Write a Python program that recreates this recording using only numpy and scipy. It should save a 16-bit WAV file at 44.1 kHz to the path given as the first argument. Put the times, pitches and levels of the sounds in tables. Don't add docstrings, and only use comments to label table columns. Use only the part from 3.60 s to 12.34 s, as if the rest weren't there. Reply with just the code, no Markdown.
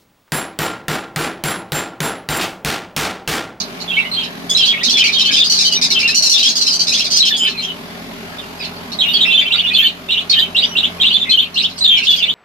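import sys
import numpy as np
from scipy import signal
from scipy.fft import irfft
from scipy.io import wavfile
from scipy.ndimage import uniform_filter1d, minimum_filter1d

SR = 44100
rng = np.random.default_rng(int(sys.argv[2]) if len(sys.argv) > 2 else 0)


def rack_gain(trim_db):
    fader = np.asarray(trim_db, float)
    return 10 ** (fader / 20)


def transcribe(u):
    v = np.clip(np.atleast_2d(u).T, -1, 1)
    q = np.round(v * 32767).astype(np.int16)
    wavfile.write(sys.argv[1], SR, q)


N = 385434

# f/Hz, level/dB per Hz
DRAUGHT_SPECTRUM = [(25, -40), (150, -6), (240, -40), (323, -30.5), (615, -4.5), (1810, -8.5), (2240, -8.5),
                    (4500, -13.5), (6300, -21.5), (8500, -29.5), (12000, -22.5), (15600, -35)]
# f/Hz, bandwidth/Hz, level/dB
DRAUGHT_RESONANCES = [(239.6, 61, -37), (394.2, 26.4, -43.5), (616, 79, -54)]
# f/Hz, correlation/1
DRAUGHT_CORRELATION = [(60, 0.31), (180, 0.92), (550, 0.59), (1650, -0.3), (4970, 0.059), (15000, -0.0034)]
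# multiple/1, level/dB
SHAFT_HARMONICS = [(1, -54), (2, -51.5), (4, -41), (9, -73), (10, -49.5), (25, -54.5)]
# t/s, level/dB
BLADE_SWELL = [(0, -64), (2.4, -54), (3.1, -57), (3.4, -54.5), (7.4, -47), (8.74, -46.5)]
# f/Hz, T60/s
REVERBERATION = [(3000, .18), (6000, .16), (12000, .1)]
# delay/s, level/dB
EARLY_REFLECTIONS = [(.004, -4), (.008, -10.5), (.013, -0.5), (.021, -13.5)]
# t/s, left minus right level/dB
FACING = [(0, -5), (1.7, 1.5), (2.3, 1.5), (3.6, 0.5), (4.1, -2), (6, -1), (7.6, 0), (8.74, 0)]
# t/s, length/s, level/dB
RASPS = [
    (3.66, 0.053, -40),
    (5.445, 0.088, -43.5),
    (6.155, 0.1, -35),
    (6.737, .09, -43.5),
    (7.74, .09, -43),
    (8.458, .12, -41),
]
# f/Hz, level/dB
THROAT_COLOUR = [(590, -78), (1000, -102), (1400, 14), (3040, -1), (3530, 5.5), (4010, 5.5), (4920, 3),
                 (6260, -0.5), (7030, -8), (14500, -15), (15500, -63)]
# t/s, level/dB
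ORDINARY_SQUAWKS = [(1.231, -24), (1.293, -23), (1.368, -23), (1.438, -23.5), (1.52, -29), (1.584, -26),
                    (1.648, -28), (1.711, -24.5), (1.762, -23.5), (1.837, -25), (1.894, -18), (1.94, -24),
                    (2.042, -22.5), (2.111, -24), (2.212, -21), (2.301, -25), (2.388, -26), (2.474, -26.5),
                    (2.767, -23), (2.827, -18.5), (2.883, -22), (2.95, -19.5), (3.007, -20.5), (3.064, -21),
                    (3.123, -22), (3.191, -21), (3.372, -23), (3.438, -27.5), (3.5, -23), (3.648, -22.5),
                    (0, -34.5), (0.199, -37.5), (0.63, -35.5), (0.967, -24.5), (1.05, -26.5), (3.268, -23),
          (3.876, -32), (6.693, -28.5), (7.693, -30.5), (7.94, -31.5), (8.015, -34), (8.094, -37),
          (8.174, -31), (8.366, -27.5), (8.431, -26.5), (8.496, -26), (8.56, -26)]
# t/s, level/dB, pulse rate/Hz, roughness/1
SCREECHES = [
    (1.982, -18.5, 1333, 0.6),
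    (2.544, -14, 1532, 0.3),
    (2.62, -15, 1494, 0.38),
    (2.694, -12.5, 1498, 0.45),
    (3.321, -22.5, 1408, 0.78),
    (3.558, -17.5, 1574, 0.7),
    (5.317, -38.5, 1450, 0.67),
    (5.035, -38, 1400, 0.6),
]
# t/s, level/dB, beak resonance f/Hz
FAR_SQUAWKS = [
    (.894, -25, 6900),
    (3.764, -26.5, 7060),
    (4.019, -38, 6100),
]
# t/s, length/s, start f/Hz,
# level/dB
HELD_REPLIES = [(0.0, 0.0069, 6420, -24), (0.0, 0.0078, 4650.0, -19.5), (0.208, 0.028, 6960.0, -42),
                (1.251, 0.028, 3750, -21), (1.263, 0.008, 4620, -21), (1.301, 0.01, 5700, -22),
                (1.411, 0.023, 3630.0, -27), (1.525, 0.016, 4340, -17), (1.527, 0.034, 3725, -19),
                (1.54, 0.0097, 3110.0, -17), (1.656, 0.01, 4460.0, -27), (1.678, 0.016, 4460, -22),
                (1.688, 0.024, 1670, -29), (1.774, 0.01, 2590.0, -18), (1.786, 0.013, 4770, -20),
                (1.864, 0.012, 4940, -13), (2.049, 0.034, 3080, -17), (2.127, 0.01, 4740.0, -27),
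                (2.153, 0.01, 5990.0, -31), (2.171, 0.019, 2370.0, -26), (2.359, 0.031, 2675, -21),
                (2.478, 0.012, 1800, -26), (2.49, 0.016, 4920, -20), (2.546, 0.008, 7000, -15),
                (2.887, 0.0096, 6480, -15), (3.195, 0.014, 4630.0, -11), (3.534, 0.03, 5070, -17),
                (3.745, 0.017, 4590, -24), (3.859, 0.0063, 4900, -26), (3.867, 0.013, 1760, -30),
                (4.037, 0.0085, 5900, -28), (4.091, 0.018, 2966, -23.5), (4.783, 0.012, 3600, -25.5),
                (5.484, 0.01, 3660, -17.5), (5.503, 0.0088, 3624, -19), (5.739, 0.02, 3480, -11),
                (5.789, 0.023, 3470, -11), (5.821, 0.012, 4675, -27), (6.192, 0.018, 2690, -14),
                (6.236, 0.014, 2320.0, -19), (6.485, 0.0066, 3600, -19), (6.723, 0.051, 3145, -20),
                (6.725, 0.0076, 3780, -5), (7.71, 0.011, 3440, -6), (8.161, 0.016, 5090, -35),
                (8.469, 0.0075, 2970.0, -10), (8.523, 0.019, 3407, -11.5), (8.586, 0.0071, 2300.0, -24),
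                (.29, 0.023, 3240, -25.5), (.655, 0.011, 3140, -30.5), (2.135, 0.036, 5810, -24),
               (3.79, 0.051, 7300, -32), (3.819, 0.039, 10820, -37), (4.715, .025, 1640, -38),
               (5.005, .015, 3880, -30), (5.165, .012, 4480, -35), (5.659, 0.017, 5235, -29.5),
               (5.72, .02, 2636, -15), (5.78, 0.014, 6050, -38), (6.948, 0.01, 5430, -36),
               (7.016, .03, 4680, -23), (7.03, .03, 5600, -34), (7.055, .035, 5860, -37),
               (7.1, .02, 5690, -37), (7.11, .03, 2970, -31), (8.18, .02, 8280, -32),
               (8.39, .02, 1600, -32)]
# t/s, length/s, start f/Hz, level/dB
RISING_REPLIES = [(0.0, 0.009, 5730, -29), (0.449, 0.013, 2880, -25.5), (1.211, 0.011, 1910, -27),
                  (1.227, 0.0088, 2220, -28), (1.241, 0.011, 6150, -19), (1.381, 0.008, 6600, -25),
                  (1.606, 0.012, 3710, -15.5), (1.898, 0.024, 5210, -25), (2.151, 0.015, 3700, -19),
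                  (2.221, 0.0095, 2300, -25), (2.307, 0.0094, 2230.0, -25), (2.313, 0.01, 4950.0, -21),
                  (2.333, 0.005, 5020.0, -22), (2.399, 0.008, 5160.0, -20), (2.544, 0.03, 4960, -27),
                  (3.199, 0.013, 3020, -26), (3.406, 0.0077, 5790.0, -29), (3.724, 0.0085, 2940, -18.5),
                  (3.831, 0.008, 4950, -25), (5.336, 0.0072, 4510.0, -27), (5.849, 0.01, 2624, -18),
                  (5.956, 0.0089, 4470.0, -17), (6.1, 0.008, 1930, -30), (6.23, 0.01, 4320, -18),
                  (6.787, 0.0072, 4713, -22), (7.491, 0.008, 4540, -29), (7.786, 0.012, 4180.0, -20),
                  (8.024, 0.008, 5260, -21)]
# t/s, length/s, start f/Hz, level/dB
DROPPING_REPLIES = [(0.387, 0.0068, 2730, -12), (0.932, 0.008, 6300.0, -26), (0.974, 0.013, 5120, -32),
                    (1.235, 0.008, 4750, -17), (1.84, 0.008, 5030, -22), (1.974, 0.01, 4150, -12),
                    (2.397, 0.0085, 2700, -20), (3.005, 0.018, 4220, -12), (3.067, 0.055, 5240.0, -16),
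                    (3.075, 0.008, 3100, -18), (3.119, 0.014, 5070, -24), (3.191, 0.008, 6220, -21),
                    (3.314, 0.0057, 1820.0, -39.5), (3.326, 0.008, 6260, -14), (3.41, 0.0088, 3350, -16.5),
                    (3.516, 0.01, 4720, -19), (3.534, 0.012, 3290.0, -26), (3.54, 0.0092, 6030.0, -13),
                    (3.704, 0.0067, 1800, -21), (5.607, 0.0065, 3380, -15), (5.909, 0.0092, 2420.0, -32),
                    (5.994, 0.0094, 4440, -24), (6.822, 0.0076, 3130, -14), (6.846, 0.023, 3200.0, -29),
                    (7.457, 0.0095, 4030, -12), (8.457, 0.008, 3270, -15), (8.608, 0.008, 3970.0, -26),
                    (8.702, 0.0074, 4570.0, -35)]
# multiple/1, level/dB
OVERTONES = [(.5, -20.5), (2, -16), (3, -28.5), (4, -22.5)]
# t/s, length/s, start f/Hz, level/dB
HELD = [(.893, 0.03, 3430, -22), (.948, 0.011, 3950, -7.5), (1.071, 0.046, 3290, -13),
        (1.396, 0.012, 3080, -6.5), (1.627, 0.026, 3105, -17), (1.787, 0.035, 3580, -8),
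        (2.104, 0.045, 2920, -21.5), (2.729, 0.038, 3550, -8), (2.778, 0.037, 3850, -9.5),
        (3.6, 0.015, 3980, -2.5), (3.639, 0.038, 3100, -14), (3.731, 0.11, 3190, -28),
        (3.793, 0.06, 3065, -15), (3.843, 0.043, 3040, -16.5), (5.387, 0.019, 3845, -13),
        (5.537, 0.026, 3290, -10), (5.739, .02, 3495, -13), (6.062, 0.0338, 3515, -18),
        (6.516, .031, 2910, -19.5), (6.714, 0.079, 3225, -22), (7.539, 0.018, 3505, -6),
        (7.855, 0.053, 3100, -50), (8.29, 0.062, 3225, -6), (8.513, 0.013, 2925, -12),
        (8.52, 0.014, 3460, -15.5), (8.625, 0.014, 3530, -5.5)]
# t/s, length/s, start f/Hz, level/dB
LOW = [(.312, 0.016, 2693, -20), (.345, 0.022, 3070, -25), (.337, 0.01, 2990, -19.5),
       (.427, 0.031, 2050, -25), (1.135, 0.029, 2173, -23.5), (2.429, 0.031, 2720, -15.5),
       (5.447, 0.074, 2805, -19.5), (5.648, 0.055, 2637, -15.5), (5.822, 0.07, 2294, -30),
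       (5.94, 0.0079, 1380, -29), (6.218, 0.023, 1774, -23), (6.754, 0.043, 1765, -26.5),
       (7.558, 0.0088, 2080, -44), (7.655, 0.032, 2065, -22), (8.347, 0.0093, 2380, -18),
       (8.426, 0.013, 2654, -13)]
# t/s, length/s, start f/Hz, level/dB
RISING = [(.367, 0.028, 2230, -16), (1.474, 0.015, 2320, -12), (1.653, 0.032, 2993, -17),
          (1.724, 0.018, 3064, -16.5), (2.412, 0.016, 2330, -17), (2.484, 0.054, 2524, -22),
          (2.827, 0.041, 3140, -7), (3.626, 0.013, 3246, -13), (5.858, 0.014, 3060, -17),
          (6.103, 0.048, 2444, -20.5), (6.146, 0.015, 3440, -7), (6.166, 0.038, 3070, -9),
          (6.222, 0.027, 3440, -11.5), (6.243, 0.016, 3036, -3), (6.696, 0.011, 4350, -1.5),
          (6.805, 0.023, 3064, -17), (7.684, 0.02, 2480, -21.5), (7.693, 0.032, 4060, -8.5),
          (7.719, 0.024, 3070, -5.5), (7.81, 0.022, 3070, -14), (8.207, 0.034, 3980, -11.5),
          (8.276, 0.01, 3543, 3), (8.368, 0.01, 2990, -7.5)]
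# t/s, length/s, start f/Hz, level/dB
FLICKS = [(1.168, 0.046, 2484, -27.5), (1.282, 0.0073, 3140, -14), (1.372, 0.011, 2295, -17),
          (1.436, 0.022, 2530, -14.5), (1.705, 0.0098, 2290, -19), (5.699, 0.016, 3400, -16),
          (6.766, 0.03, 2920, -11), (7.438, .018, 2785, -9.5), (7.466, .012, 3460, -11),
          (7.503, 0.015, 2830, -11.5), (7.772, 0.022, 2910, -3.5), (8.415, .012, 2432, -17),
          (8.678, 0.022, 2930, -10.5)]
# t/s, length/s, start f/Hz, level/dB
SAGGING = [(.979, 0.065, 3344, -14), (1.318, 0.062, 3610, -16), (1.556, 0.049, 3311, -15.5),
           (1.753, 0.027, 3625, -13), (2.041, 0.021, 3936, -12), (2.345, 0.032, 3207, -14.5),
           (3.692, 0.065, 3650, -16), (3.927, 0.072, 2654, -30.5), (5.775, .013, 3170, -6.5),
           (5.793, 0.022, 3530, -17), (6.034, 0.029, 2962, -14), (7.382, .03, 2495, -37),
           (7.399, 0.015, 3270, -14.5), (7.465, 0.015, 3085, -21), (7.599, 0.034, 3644, -13),
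           (8.244, 0.0081, 3693, -2), (8.365, 0.026, 2403, -16), (8.468, 0.039, 3600, -6.5)]
# t/s, length/s, start f/Hz, level/dB
DROPPING = [(.277, 0.019, 3545, -25), (1.028, 0.019, 4035, -13), (1.42, 0.028, 2582, -15),
            (1.735, 0.018, 3303, -16), (1.798, 0.018, 3725, -8), (1.813, .015, 3780, -39),
            (2.309, 0.013, 3930, -14), (4.79, 0.05, 3300, -42), (4.99, 0.069, 5050, -31),
            (4.999, 0.022, 2620, -28.5), (5.407, 0.022, 3375, -13), (5.534, 0.026, 4630, -14),
            (5.591, 0.013, 3200, -17.5), (5.605, 0.031, 3885, -10), (5.72, 0.015, 3155, -11),
            (6.133, 0.023, 4410, -11), (7.411, 0.012, 3820, -9), (7.525, .022, 4340, -16),
            (8.575, 0.058, 3330, -16)]
# delay/s, length/s, start f/Hz, end f/Hz, level/dB
CONTACT_CALL = [
    (.002, .022, 2714, 3773, -10),
    (.02, 0.0244, 3960, 3725, -7),
    (.078, 0.017, 2865, 3630, -7.5),
]
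# delay/s, length/s, start f/Hz, end f/Hz, level/dB
ANSWER_CALL = [
    (0, 0.039, 4133, 4163, 0.5),
    (.052, 0.0297, 3135, 3290, 1.5),
    (.092, .032, 3190, 3000, -5),
]
# t/s, level/dB, pitch ratio/1
CONTACTS = [
    (3.315, -11, 0.9),
    (5.902, -4, 0.99),
    (6.487, -5.5, .99),
    (6.945, -3.5, 1.003),
    (7.15, -5, .99),
    (7.956, -2, 1.024),
]
# t/s, level/dB, pitch ratio/1
ANSWERS = [
    (.513, -19.5, 1.005),
    (3.97, -22.5, .995),
]


def evened(x):
    return x / np.sqrt(np.mean(x ** 2) + 1e-20)


def read(points, hz):
    f, value = np.transpose(points)
    return np.interp(np.log(hz + 1), np.log(f + 1), value)


def add(mix, s, sound):
    part = mix[round(s * SR):][:len(sound)]
    part += sound[:len(part)]


def wander(length, hz):
    lowpass = signal.butter(2, hz, fs=SR, output="sos")
    return evened(signal.sosfilt(lowpass, rng.standard_normal(length)))


def swell(length_s, rise_s, fall_s):
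    t = np.arange(0, length_s + 4 * fall_s, 1 / SR)
    onset = np.sin(np.pi / 2 * np.minimum(t / rise_s, 1)) ** 2
    return t, onset * np.exp(-np.maximum(t - length_s, 0) / fall_s)


def fan():
    frames, hz = N // 512 + 5, np.fft.rfftfreq(2048, 1 / SR)
    a, b, c, d, patches = rng.standard_normal((frames, 1025, 5)).T
    patches = evened(uniform_filter1d(uniform_filter1d(patches, 12, 0), 6, 1))
    same = np.clip(read(DRAUGHT_CORRELATION, hz), -1, 1)[:, None]
    left = a + 1j * b
    right = same * left + np.sqrt(1 - same ** 2) * (c + 1j * d)
    z = np.array([left, right]) * rack_gain(1.4 * patches)

    def filtered(response):
        return evened(signal.istft(z * response[:, None], nperseg=2048)[1][:, :N])

    out = rack_gain(-33) * filtered(rack_gain(read(DRAUGHT_SPECTRUM, hz)))
    for ring_hz, width_hz, db in DRAUGHT_RESONANCES:
        out += rack_gain(db) * filtered(1 / (1 + (2 * (hz - ring_hz) / width_hz) ** 2))
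    shaft_hz = 43.4 * (1 + 0.002347 * wander(N, 1))
    turns = 2 * np.pi * np.cumsum(shaft_hz) / SR
    blade_db = np.interp(np.arange(N) / SR, *np.transpose(BLADE_SWELL))
    for k, db in SHAFT_HARMONICS:
        level_db = db + 1.74 * wander(N, 2.2) + (k == 2) * (blade_db - blade_db.mean())
        out += np.sqrt(2) * rack_gain(level_db) * np.sin(k * turns + 2 * np.pi * rng.random())
    return out * rack_gain([[.1], [-.1]])


def room(x, wet_db, left_db, shade=0):
    right_lag, shade_lag = 17, 5
    count = 1000
    taps = np.zeros((2, 20 * count + 400))
    at = 200 + 20 * np.arange(count) + rng.integers(0, 20, (2, count))
    np.put_along_axis(taps, at, rng.choice([-1., 1.], at.shape), 1)
    hz, t, z = signal.stft(taps, SR, nperseg=256)
    decay = rack_gain(-60 * t / read(REVERBERATION, hz)[:, None])
    tail = signal.istft(z * decay, SR, nperseg=256)[1]
    tail *= rack_gain(wet_db) / np.linalg.norm(tail[0])
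    for delay_s, db in EARLY_REFLECTIONS:
        lags = (delay_s * SR * rng.uniform(.85, 1.15, 2)).astype(int)
        tail[[0, 1], lags] += rack_gain(db) * rng.choice([-1, 1], 2)
    tail[0, 0] += rack_gain(left_db)
    tail[0, shade_lag] += shade * rack_gain(left_db)
    tail[1, right_lag] += rack_gain(-left_db)
    return signal.fftconvolve(x[None], tail, axes=1)[:, :N]


def rasps():
    out = np.zeros(N)
    for s, length_s, db in RASPS:
        add(out, s, rack_gain(db) * swell(length_s, 0.039, 0.011)[1])
    band = signal.butter(2, [11890, 13710], "bandpass", fs=SR, output="sos")
    hiss = evened(signal.sosfilt(band, rng.standard_normal(N)))
    return out * hiss * (1 + 0.53 * wander(N, 90))


def outbursts():
    def beak_hz(db):
        return 5860 + 40.5 * db

    ordinary = ORDINARY_SQUAWKS
    mood = rng.uniform(-1, 1, (len(ordinary), 3))
    rows = [(s, db, 1475 * (1 + 0.1 * a), 0.64 + 0.144 * b, beak_hz(db) * (1 + 0.03 * c))
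            for (s, db), (a, b, c) in zip(ordinary, mood)]
    rows += [(*row, beak_hz(row[1])) for row in SCREECHES]
    return rows + [(s, db, 1758, 0.32, far_beak_hz) for s, db, far_beak_hz in FAR_SQUAWKS]


def squawks():
    out, shake, breath = np.zeros(N), wander(N + SR, 65.6), rng.standard_normal(N + SR)
    scratch = wander(N + SR, 270)
    habits = rng.uniform(-1, 1, (80, 2))
    for (s, db, pulse_hz, rough, beak_hz), (bend, drawl) in zip(outbursts(), habits):
        length_s = .036 + .006 * drawl + .001 * (db + 18)
        t, shape = swell(length_s, .004, .017)
        at = round(s * SR) + np.arange(len(t))
        rough = np.clip(rough, .1, 1)
        scoop = 0.1329 * np.exp(-t / 0.00737)
        droop = 77 * rough * t ** 2
        glide = 1 + 2.6 * rough * bend * t - droop - scoop
        turns = np.cumsum(pulse_hz * glide * (1 + 0.0663 * rough * shake[at])) / SR
        partials = [(1 - 0.21 * (k == 2)) * np.cos(2 * np.pi * k * turns + k * k) for k in range(2, 10)]
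        folds = evened(sum(partials))
        torn = folds * scratch[at] + .15 * breath[at]
        drive = np.sqrt(1 - rough) * folds + np.sqrt(rough) * torn
        drive = drive + 5.03 * signal.lfilter(*signal.iirpeak(beak_hz, 3.5, SR), drive)
        drive = drive - rack_gain(db + 10) * np.gradient(np.gradient(drive))
        add(out, s, rack_gain(db - 4.0 - 110 * t) * shape * drive)
    colour = irfft(rack_gain(read(THROAT_COLOUR, np.fft.rfftfreq(512, 1 / SR))))
    return signal.oaconvolve(out, np.roll(colour, 256) * np.hanning(512), "same")


def glides(kinds):
    return [(s, length_s, hz, hz + hz_per_s * length_s, db)
            for table, hz_per_s in kinds for s, length_s, hz, db in table]


def replies():
    return glides([(HELD_REPLIES, 0), (RISING_REPLIES, 9000), (DROPPING_REPLIES, -9000)])


def notes():
    rows = glides([(HELD, 190), (LOW, 1560), (RISING, 4820), (FLICKS, 33000), (SAGGING, -5200), (DROPPING, -12500)])
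    for call, given in [(CONTACT_CALL, CONTACTS), (ANSWER_CALL, ANSWERS)]:
        rows += [(s + after_s, length_s, from_hz * pitch, to_hz * pitch, db + note_db)
                 for s, db, pitch in given for after_s, length_s, from_hz, to_hz, note_db in call]
    return sorted(rows)


def warble():
    s, length_s, from_hz, to_hz, db = np.transpose(notes())
    t, effort, out = np.arange(N) / SR, np.zeros(N), np.zeros(N)
    for start_s, held_s, level_db in zip(s, length_s, db):
        add(effort, start_s + 0.016, rack_gain(.75 * level_db) * swell(held_s + 0.014, 0.014, 0.0039)[1])
    centre_hz = 3200 + .5 * (np.interp(t, s, np.clip(from_hz, 2500, 4200)) - 3200)
    for apart in (.88, 1.17):
        shake_phase = 2 * np.pi * np.cumsum(300 + 60 * wander(N, 15)) / SR
        shake = 0.11 * np.sin(shake_phase) + 0.045 * wander(N, 25)
        turns = 2 * np.pi * np.cumsum(centre_hz * apart * (1 + shake)) / SR
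        syllables = np.clip(.5 + 0.59 * wander(N, 32.0), 0, 1.5)
        out += syllables * (np.sin(turns) + rack_gain(-24.0) * np.sin(2 * turns))
    return rack_gain(-16) * np.minimum(effort, .6) ** 1.1 * out


def whistles(rows, buzzy):
    out, throb = np.zeros(N), wander(N + SR, 173)
    buzz = 2 * np.pi * np.cumsum(260 + 70 * wander(N + SR, 22)) / SR
    for s, length_s, from_hz, to_hz, db in rows:
        t, shape = swell(length_s, 0.002, 0.002)
        at = round(s * SR) + np.arange(len(t))
        done = np.minimum(t / length_s, 1)
        held = np.clip(1 - (to_hz - from_hz) / length_s / 14000, 0, 1)
        buzzing = buzzy * held * done * np.clip((from_hz - 1900) / 1100, 0, 1)
        glide_hz = from_hz + (to_hz - from_hz) * done ** (1 + 1.63 * (1 - held))
        turns = 2 * np.pi * np.cumsum(glide_hz * (1 + 0.069 * buzzing * np.sin(buzz[at]))) / SR
        tone = np.sin(turns)
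        for k, overtone_db in OVERTONES:
            tone += rack_gain(overtone_db - 2.28 * (7.5 - held)) * np.sin(k * turns)
        chopped = (1 + .5 * buzzing * np.cos(buzz[at])) * (1 + 0.32 * held * throb[at])
        swelling = 1 + .6 * (1 - held) * (done - .3)
        add(out, s, rack_gain(db + 1) * shape * tone * chopped * swelling)
    return out


def scene():
    birds = room(rasps(), -6, -1.6)
    birds += room(squawks(), -1.5, -3.2)
    birds += room(whistles(replies(), .15), -4.0, -1.3, shade=.7)
    birds += room(warble(), 0.0, -4.5)
    birds += room(whistles(notes(), .65), -5.0, -0.27, shade=0.61)
    facing_db = np.interp(np.arange(N) / SR, *np.transpose(FACING))
    return birds * rack_gain([facing_db / 2, -facing_db / 2]) + fan()


def roll_off(x):
    return signal.sosfilt(signal.butter(12, 15710, fs=SR, output="sos"), x)


def record(dry):
    power_db = 10 * np.log10(abs(uniform_filter1d((dry ** 2).mean(0), 4000)) + 1e-12)
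    fall = np.arange(N) * 5.9 / SR
    over_db = np.maximum(np.maximum.accumulate(power_db + fall) - fall + 10.0, 0)
    ducked = dry / rack_gain(0.69 * uniform_filter1d(over_db, 2000))
    headroom = np.minimum(.97 / (abs(ducked).max(0) + 1e-9), 1)
    held = ducked * uniform_filter1d(minimum_filter1d(headroom, size=301), size=150)
    band_limit = signal.firwin(255, 15400, fs=SR)
    return roll_off(signal.oaconvolve(held, band_limit[None], "same"))


dry = scene()
out = record(dry)
transcribe(out)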